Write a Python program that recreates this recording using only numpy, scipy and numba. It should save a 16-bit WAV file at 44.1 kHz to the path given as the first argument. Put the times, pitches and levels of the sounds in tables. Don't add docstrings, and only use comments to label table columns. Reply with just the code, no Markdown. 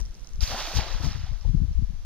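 import sys
import numpy as np
from scipy import signal
from scipy.fft import rfft, irfft
from scipy.io import wavfile
from scipy.ndimage import uniform_filter1d
from numba import njit

SR = 44100
rng = np.random.default_rng(int(sys.argv[2]) if len(sys.argv) > 2 else 0)


def wrap_up_sound(samples):
    columns = np.atleast_2d(samples).T
    tamed = np.clip(columns, -1, 1)
    steps = np.round(tamed * 32767).astype(np.int16)
    wavfile.write(sys.argv[1], SR, steps)


def invert_db(x):
    u = np.asarray(x, float) / 20
    return 10 ** u


N = 90404
GLIDE = 0.17


def unit(x):
    return x / np.sqrt(np.mean(x ** 2))


@njit
def lowpass(x, edge_hz):
    y, band, low = np.empty(len(x)), 0., 0.
    for i in range(len(x)):
        g = np.tan(np.pi * edge_hz[i] / SR)
        v = (band + g * (x[i] - low)) / (1 + g * (g + 1.4))
        y[i] = low + g * v
        band, low = 2 * v - band, low + 2 * g * v
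    return y


@njit
def ring(n, start, hz, cycles, size, glide, swell):
    y = np.zeros(n)
    for k in range(len(start)):
        span = int(cycles[k] * SR / hz[k])
        phase = 0.
        for j in range(min(2 * span, n - start[k])):
            now_hz = min(hz[k] * (1 + glide * j / span), .45 * SR)
            phase += 2 * np.pi * now_hz / SR
            attack = min(j / (swell * span + 1), 1.)
            y[start[k] + j] += size[k] * np.exp(-3. * j / span) * attack * np.sin(phase)
    return y


def colour(x, points, lag_s=0.):
    f, p = np.fft.rfftfreq(2048, 1 / SR), np.array(points, float)
    gain_db = np.interp(np.log(f + 1), np.log(p[:, 0]), p[:, 1])
    cepstrum = irfft(gain_db * np.log(10) / 20)
    cepstrum[1:1024] *= 2
    cepstrum[1025:] = 0
    impulse = irfft(np.exp(rfft(cepstrum) - 2j * np.pi * f * lag_s))
    return signal.fftconvolve(x, impulse)[:N]


def walk(rate_hz):
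    k = int(SR / rate_hz)
    steps = rng.standard_normal(400)[np.arange(N) // k % 400]
    return 1.31 * uniform_filter1d(uniform_filter1d(steps, k), k)


def curve(table, col):
    p = np.array(table, float)
    return np.interp(np.arange(N) / SR, p[:, 0], p[:, col])


def swarm(per_s, cycles, scatter_db, mid_hz, octaves):
    c = rng.random((12000, 4))[:int(per_s * N / SR)].T
    start = (c[0] * N).astype(np.int64)
    hz = np.clip(mid_hz * 2 ** (octaves * (c[1] + c[2] - 1) * 2), 120, 15000)
    size = invert_db(-scatter_db * np.log(c[3] + 1e-4))
    return unit(ring(N, start, hz, cycles * (.5 + c[2]), size, GLIDE, 0.))


def singles(table, cycles, gain_db, swell=0.):
    p = np.array(table, float)
    start = (p[:, 0] * SR).astype(np.int64)
    return ring(N, start, p[:, 2].copy(), cycles + 0 * p[:, 0], invert_db(p[:, 1] + gain_db), GLIDE, swell)


# pitch_hz, level_db
FIELD_COLOUR = [(60, -8), (200, 17.5), (500, 12), (1500, 5.5), (5000, -1.5), (11000, 6.5), (13600, 1),
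                (14600, -22), (15500, -22)]


def field():
    level_db, shared = -56.5, 0.38
    mid, left, right = (colour(rng.standard_normal(N), FIELD_COLOUR) for _ in range(3))
    return invert_db(level_db) * (np.sqrt(shared) * mid + np.sqrt(1 - shared) * np.array([left, right]))


# centre_s, half_length_s, depth_db
WIND_LULLS = [
    (0.186, 0.11, -10.5),
    (1.38, 0.018, -9),
]


def rumble(level_db, edge_hz):
    t = np.arange(N) / SR
    lull_db = sum(db * np.exp(-((t - s) / half) ** 2) for s, half, db in WIND_LULLS)
    noise = lowpass(rng.standard_normal(N), np.full(N, 1. * edge_hz))
    noise = lowpass(noise, np.full(N, 0.74 * edge_hz))
    return unit(noise) * invert_db(level_db + lull_db + 5.6 * walk(27.16))


def eddies(table):
    t, out = np.arange(N) / SR, np.zeros(N)
    for row, c in zip(table, rng.random((60, 2))):
        u = (t - row[0]) * row[2] * 2.884
        push = (1 - 2 * u ** 2 + (c[1] - .5) * u) * np.exp(-u ** 2)
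        out += np.sign(c[0] - .5) * invert_db(row[1]) * push
    return out


# centre_s, peak_db, size_hz, flutter_db
LEFT_PORT_EDDIES = [(0.015, -18.5, 45, -39.5), (0.076, -29.5, 35.3, -45.5), (0.101, -30, 59.6, -62),
                    (0.311, -38, 79.4, -52), (0.35, -27, 41.5, -52), (0.39, -20.5, 45.7, -43.5),
                    (0.431, -8, 46.5, -35), (0.483, -27.5, 65, -45), (0.53, -21, 61.3, -39),
                    (0.621, -47, 79.4, -45), (0.666, -52, 65, -52), (0.754, -17.5, 45, -34.5),
                    (0.77, -12.5, 81, -39.5), (0.788, -9.5, 63.7, -31), (0.815, -49, 38, -37),
                    (0.873, -36, 61, -42.5), (0.916, -23, 45, -41), (0.95, -12, 33, -35),
                    (1.007, -17.5, 59, -36.5), (1.037, -20.5, 45, -50), (1.047, -13.5, 96, -31),
                    (1.07, -15.5, 110, -29), (1.087, -22, 85, -31), (1.112, -24.5, 64.5, -37.5),
                    (1.162, -19.5, 104, -32), (1.184, -33, 89, -34.5), (1.209, -20, 64, -53),
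                    (1.24, -17.5, 57.6, -37.5), (1.274, -37, 55, -44), (1.299, -16.5, 45, -47),
                    (1.318, -28.5, 87, -36), (1.336, -18, 34.2, -61), (1.423, -25, 47.4, -46.5),
                    (1.457, -11, 58, -37), (1.48, -14.5, 37.8, -36.5), (1.496, -12.5, 94, -33.5),
                    (1.509, -16, 66.6, -34.5), (1.55, -6.5, 130, -27), (1.576, -11.5, 57, -41),
                    (1.593, -13.5, 34.4, -39), (1.604, -23, 140, -35), (1.619, -10, 116, -29.5),
                    (1.631, -13, 57, -27.5), (1.65, -13, 67, -35), (1.686, -17.5, 54.6, -38),
                    (1.708, -16, 82, -36), (1.76, -12.5, 35.3, -50), (1.775, -10, 43, -33.5),
                    (1.791, -10.5, 52.6, -35.5), (1.822, -17, 89, -29.5), (1.836, -13.5, 38, -37),
                    (1.87, -21, 25.8, -56), (1.9, -22, 68.6, -38), (1.935, -27, 50, -39),
                    (1.976, -25.5, 45, -44.5)]


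def left_gusts():
    flutter_s, gain_db, mid_hz, oct_per_db = .012, 7, 183.4, .045
    t = np.arange(N) / SR
    power = sum(invert_db(2 * db) * np.exp(-((t - s) / flutter_s) ** 2) for s, _, _, db in LEFT_PORT_EDDIES)
    gust_db = 10 * np.log10(power + invert_db(-120)) + 1.5 * walk(60.57)
    edge_hz = np.clip(mid_hz * 2 ** (oct_per_db * (gust_db + 30)), 40, 600)
    fine = rng.standard_normal(N)
    fine = fine - lowpass(fine, np.full(N, 50.))
    fine = lowpass(lowpass(fine, edge_hz), 0.97 * edge_hz)
    fine = fine * np.sqrt(SR / 2 / edge_hz)
    return eddies(LEFT_PORT_EDDIES) + fine * invert_db(gust_db + gain_db)


# centre_s, peak_db
RIGHT_PORT_EDDIES = [(0.058, -26), (0.114, -32), (0.223, -26), (0.343, -35), (0.393, -34), (0.47, -31),
                     (0.591, -28), (0.646, -28), (0.681, -35), (0.71, -30), (1.205, -36), (1.508, -33),
                     (1.565, -25), (1.594, -32), (1.641, -32), (1.712, -27)]


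def wind():
    size_hz = 32
    right = [(s, db, size_hz) for s, db in RIGHT_PORT_EDDIES]
    return np.array([left_gusts() + rumble(-30, 50), eddies(right) + rumble(-36.5, 45)])


# time_s, level_db
SWISH_LEVEL = [
    (0, -41.5),
    (.03, -67),
    (.085, -63),
    (.11, -69),
    (.16, -61.5),
    (.26, -62.5),
    (.4, -63.5),
    (.45, -99),
]


def swish():
    tone = [(150, 35.5), (400, 21), (1200, 5.5), (5000, -5), (8500, 17), (12000, 8.5), (15000, 1)]
    return colour(rng.standard_normal(N), tone) * invert_db(curve(SWISH_LEVEL, 1) + walk(47))


def drops(table, pitch_hz, cycles, gain_db):
    tick_hz, tick_db = 11200, -10
    c = rng.standard_normal((40, 2))
    rings = [(s, db, pitch_hz * (1 + 0.056 * v[0])) for (s, db), v in zip(table, c)]
    ticks = [(s, db, tick_hz * (1 + .1 * v[1])) for (s, db), v in zip(table, c)]
    return singles(rings, cycles, gain_db) + singles(ticks, 2.8, gain_db + tick_db)


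# start_s, peak_db
FLIGHT_DROPS = [(0.0034, -40), (0.0134, -40), (0.0234, -47), (0.0294, -49), (0.0533, -46), (0.0604, -45),
                (0.1094, -51), (0.1436, -46), (0.1514, -47), (0.1955, -51), (0.2074, -51), (0.2458, -46),
                (0.2723, -39), (0.2907, -47), (0.3346, -46), (0.3576, -45)]


def net_drops():
    return drops(FLIGHT_DROPS, pitch_hz=5760, cycles=10, gain_db=8)


# start_s, peak_db
WATER_DROPS = [(0.407, -27), (0.4364, -24), (0.4753, -26), (1.045, -33), (1.0779, -35), (1.1194, -34),
               (1.1972, -41), (1.2456, -42), (1.3334, -48), (1.4112, -44), (1.4287, -47), (1.7305, -48)]


def pond_drops():
    return drops(WATER_DROPS, pitch_hz=4870, cycles=30, gain_db=-1)


# start_s, peak_db, pitch_hz
LARGE_BUBBLES = [(0.52, -28, 708), (0.542, -28, 697), (0.562, -29, 835), (0.58, -37, 940),
                 (0.609, -27.5, 702), (0.671, -28.5, 647), (0.787, -23.5, 806), (0.818, -31.5, 860),
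                 (0.865, -29.5, 654), (0.88, -30, 1140), (1.129, -35, 1240), (1.264, -37.5, 723),
                 (1.318, -46, 580), (1.447, -39.5, 824)]


def bubbles():
    return singles(LARGE_BUBBLES, cycles=17.5, gain_db=1, swell=.12)


# start_s, peak_db, pitch_hz
AIR_GULPS = [
    (.50, -28, 227),
    (.535, -23.5, 215),
    (.675, -28, 301),
    (.79, -26, 342),
    (.86, -29.5, 340),
    (1.0, -29, 298),
    (1.448, -33.5, 481.5),
]


def gulps():
    return singles(AIR_GULPS, cycles=9.9, gain_db=0, swell=0.21)


# start_s, peak_db, pitch_hz
WEIGHT_SLAPS = [
    (.4068, -30, 3670),
    (.4075, -35, 5400),
    (.7515, -33, 4300),
    (.763, -29, 4450),
    (.771, -27, 3820),
]


def slaps():
    return singles(WEIGHT_SLAPS, cycles=17, gain_db=0)


# time_s, spray_db, big_bubble_db, fine_mist_db
RIM_SPRAY = [
    (0.406, -62, -24, 16),
    (0.412, -46, -12, 9),
    (0.431, -44.5, -4, 13),
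    (.455, -45.5, -23, 8.5),
    (0.51, -37, 5, -0.5),
    (.56, -40.5, 8, 2),
    (.605, -36.5, -2, -3),
    (.65, -41, -4, -0.5),
    (0.692, -40.5, 4, 0),
]
# time_s, spray_db, big_bubble_db, fine_mist_db
MESH_SPRAY = [(0.735, -44, 5.5, 1.5), (0.757, -41.5, -19, 8), (0.773, -36.5, 3, 5.5),
              (.805, -35.5, 0.5, -10.5), (0.839, -39.5, 1.5, -11), (.99, -46.5, 1.5, -4.5),
              (1.051, -46.5, 6, 2.5), (1.13, -47.5, -3.5, -8.5), (1.2, -51, -10, -7.5),
              (1.285, -52.5, -5, -11), (1.32, -58.5, 2.5, -5), (1.57, -69.5, 6, 5)]


def splash():
    before = [(RIM_SPRAY[0][0] - .01, -90, 0, 0)]
    after = [(MESH_SPRAY[-1][0] + 0.45, -85, 0, 0)]
    table = before + RIM_SPRAY + MESH_SPRAY + after
    spray_db = curve(table, 1) + walk(39.96)
    fizz = invert_db(3.5) * swarm(per_s=5000, cycles=7.3, scatter_db=1.5, mid_hz=3034, octaves=1.321)
    plops = swarm(per_s=500, cycles=9.1, scatter_db=2, mid_hz=763, octaves=0.624)
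    plops = plops * invert_db(-1.5 + curve(table, 2))
    tone = [(300, -21), (2000, -7.5), (8000, 0.5), (13000, -3), (15500, -16)]
    mist = colour(rng.standard_normal(N), tone)
    mist = mist * invert_db(6.5 + curve(table, 3) + 1.4 * walk(34.55))
    return invert_db(spray_db) * (fizz + plops + mist)


# pitch_hz, level_db
WIDTH_COLOUR = [(400, -1.5), (2500, 0), (6000, 1.5), (9000, 5.5), (15000, 10)]


def wide_splash():
    spread = 0.27
    return spread * colour(splash(), WIDTH_COLOUR) * np.array([[1], [-1]])


# pitch_hz, level_db
LEFT_COLOUR = [(150, -11.5), (900, -2.5), (3000, -2.5), (5200, -2), (6400, 5.5), (7300, -11), (9500, -13.5),
               (15000, -21)]
# pitch_hz, level_db
RIGHT_COLOUR = [(150, -11), (900, -5), (2500, -1), (4600, 7), (5900, 5.5), (7000, -17), (10500, -20),
                (15000, -3.5)]


def ports(air):
    right_lag_s = .00005
    return np.array([colour(air[0], LEFT_COLOUR), colour(air[1], RIGHT_COLOUR, right_lag_s)])


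def scene():
    centre = swish() + net_drops() + pond_drops() + bubbles() + gulps() + slaps() + splash()
    return ports(centre + wide_splash() + field()) + wind()


def band_limit(x):
    return signal.sosfilt(signal.butter(12, 15750, fs=SR, output="sos"), x)


def record(dry):
    x = signal.sosfilt(signal.butter(2, 16, "high", fs=SR, output="sos"), dry)
    x = signal.sosfilt(signal.ellip(10, .2, 60, 15650, fs=SR, output="sos"), x)
    return band_limit(x)


dry = scene()
out = record(dry)
wrap_up_sound(out)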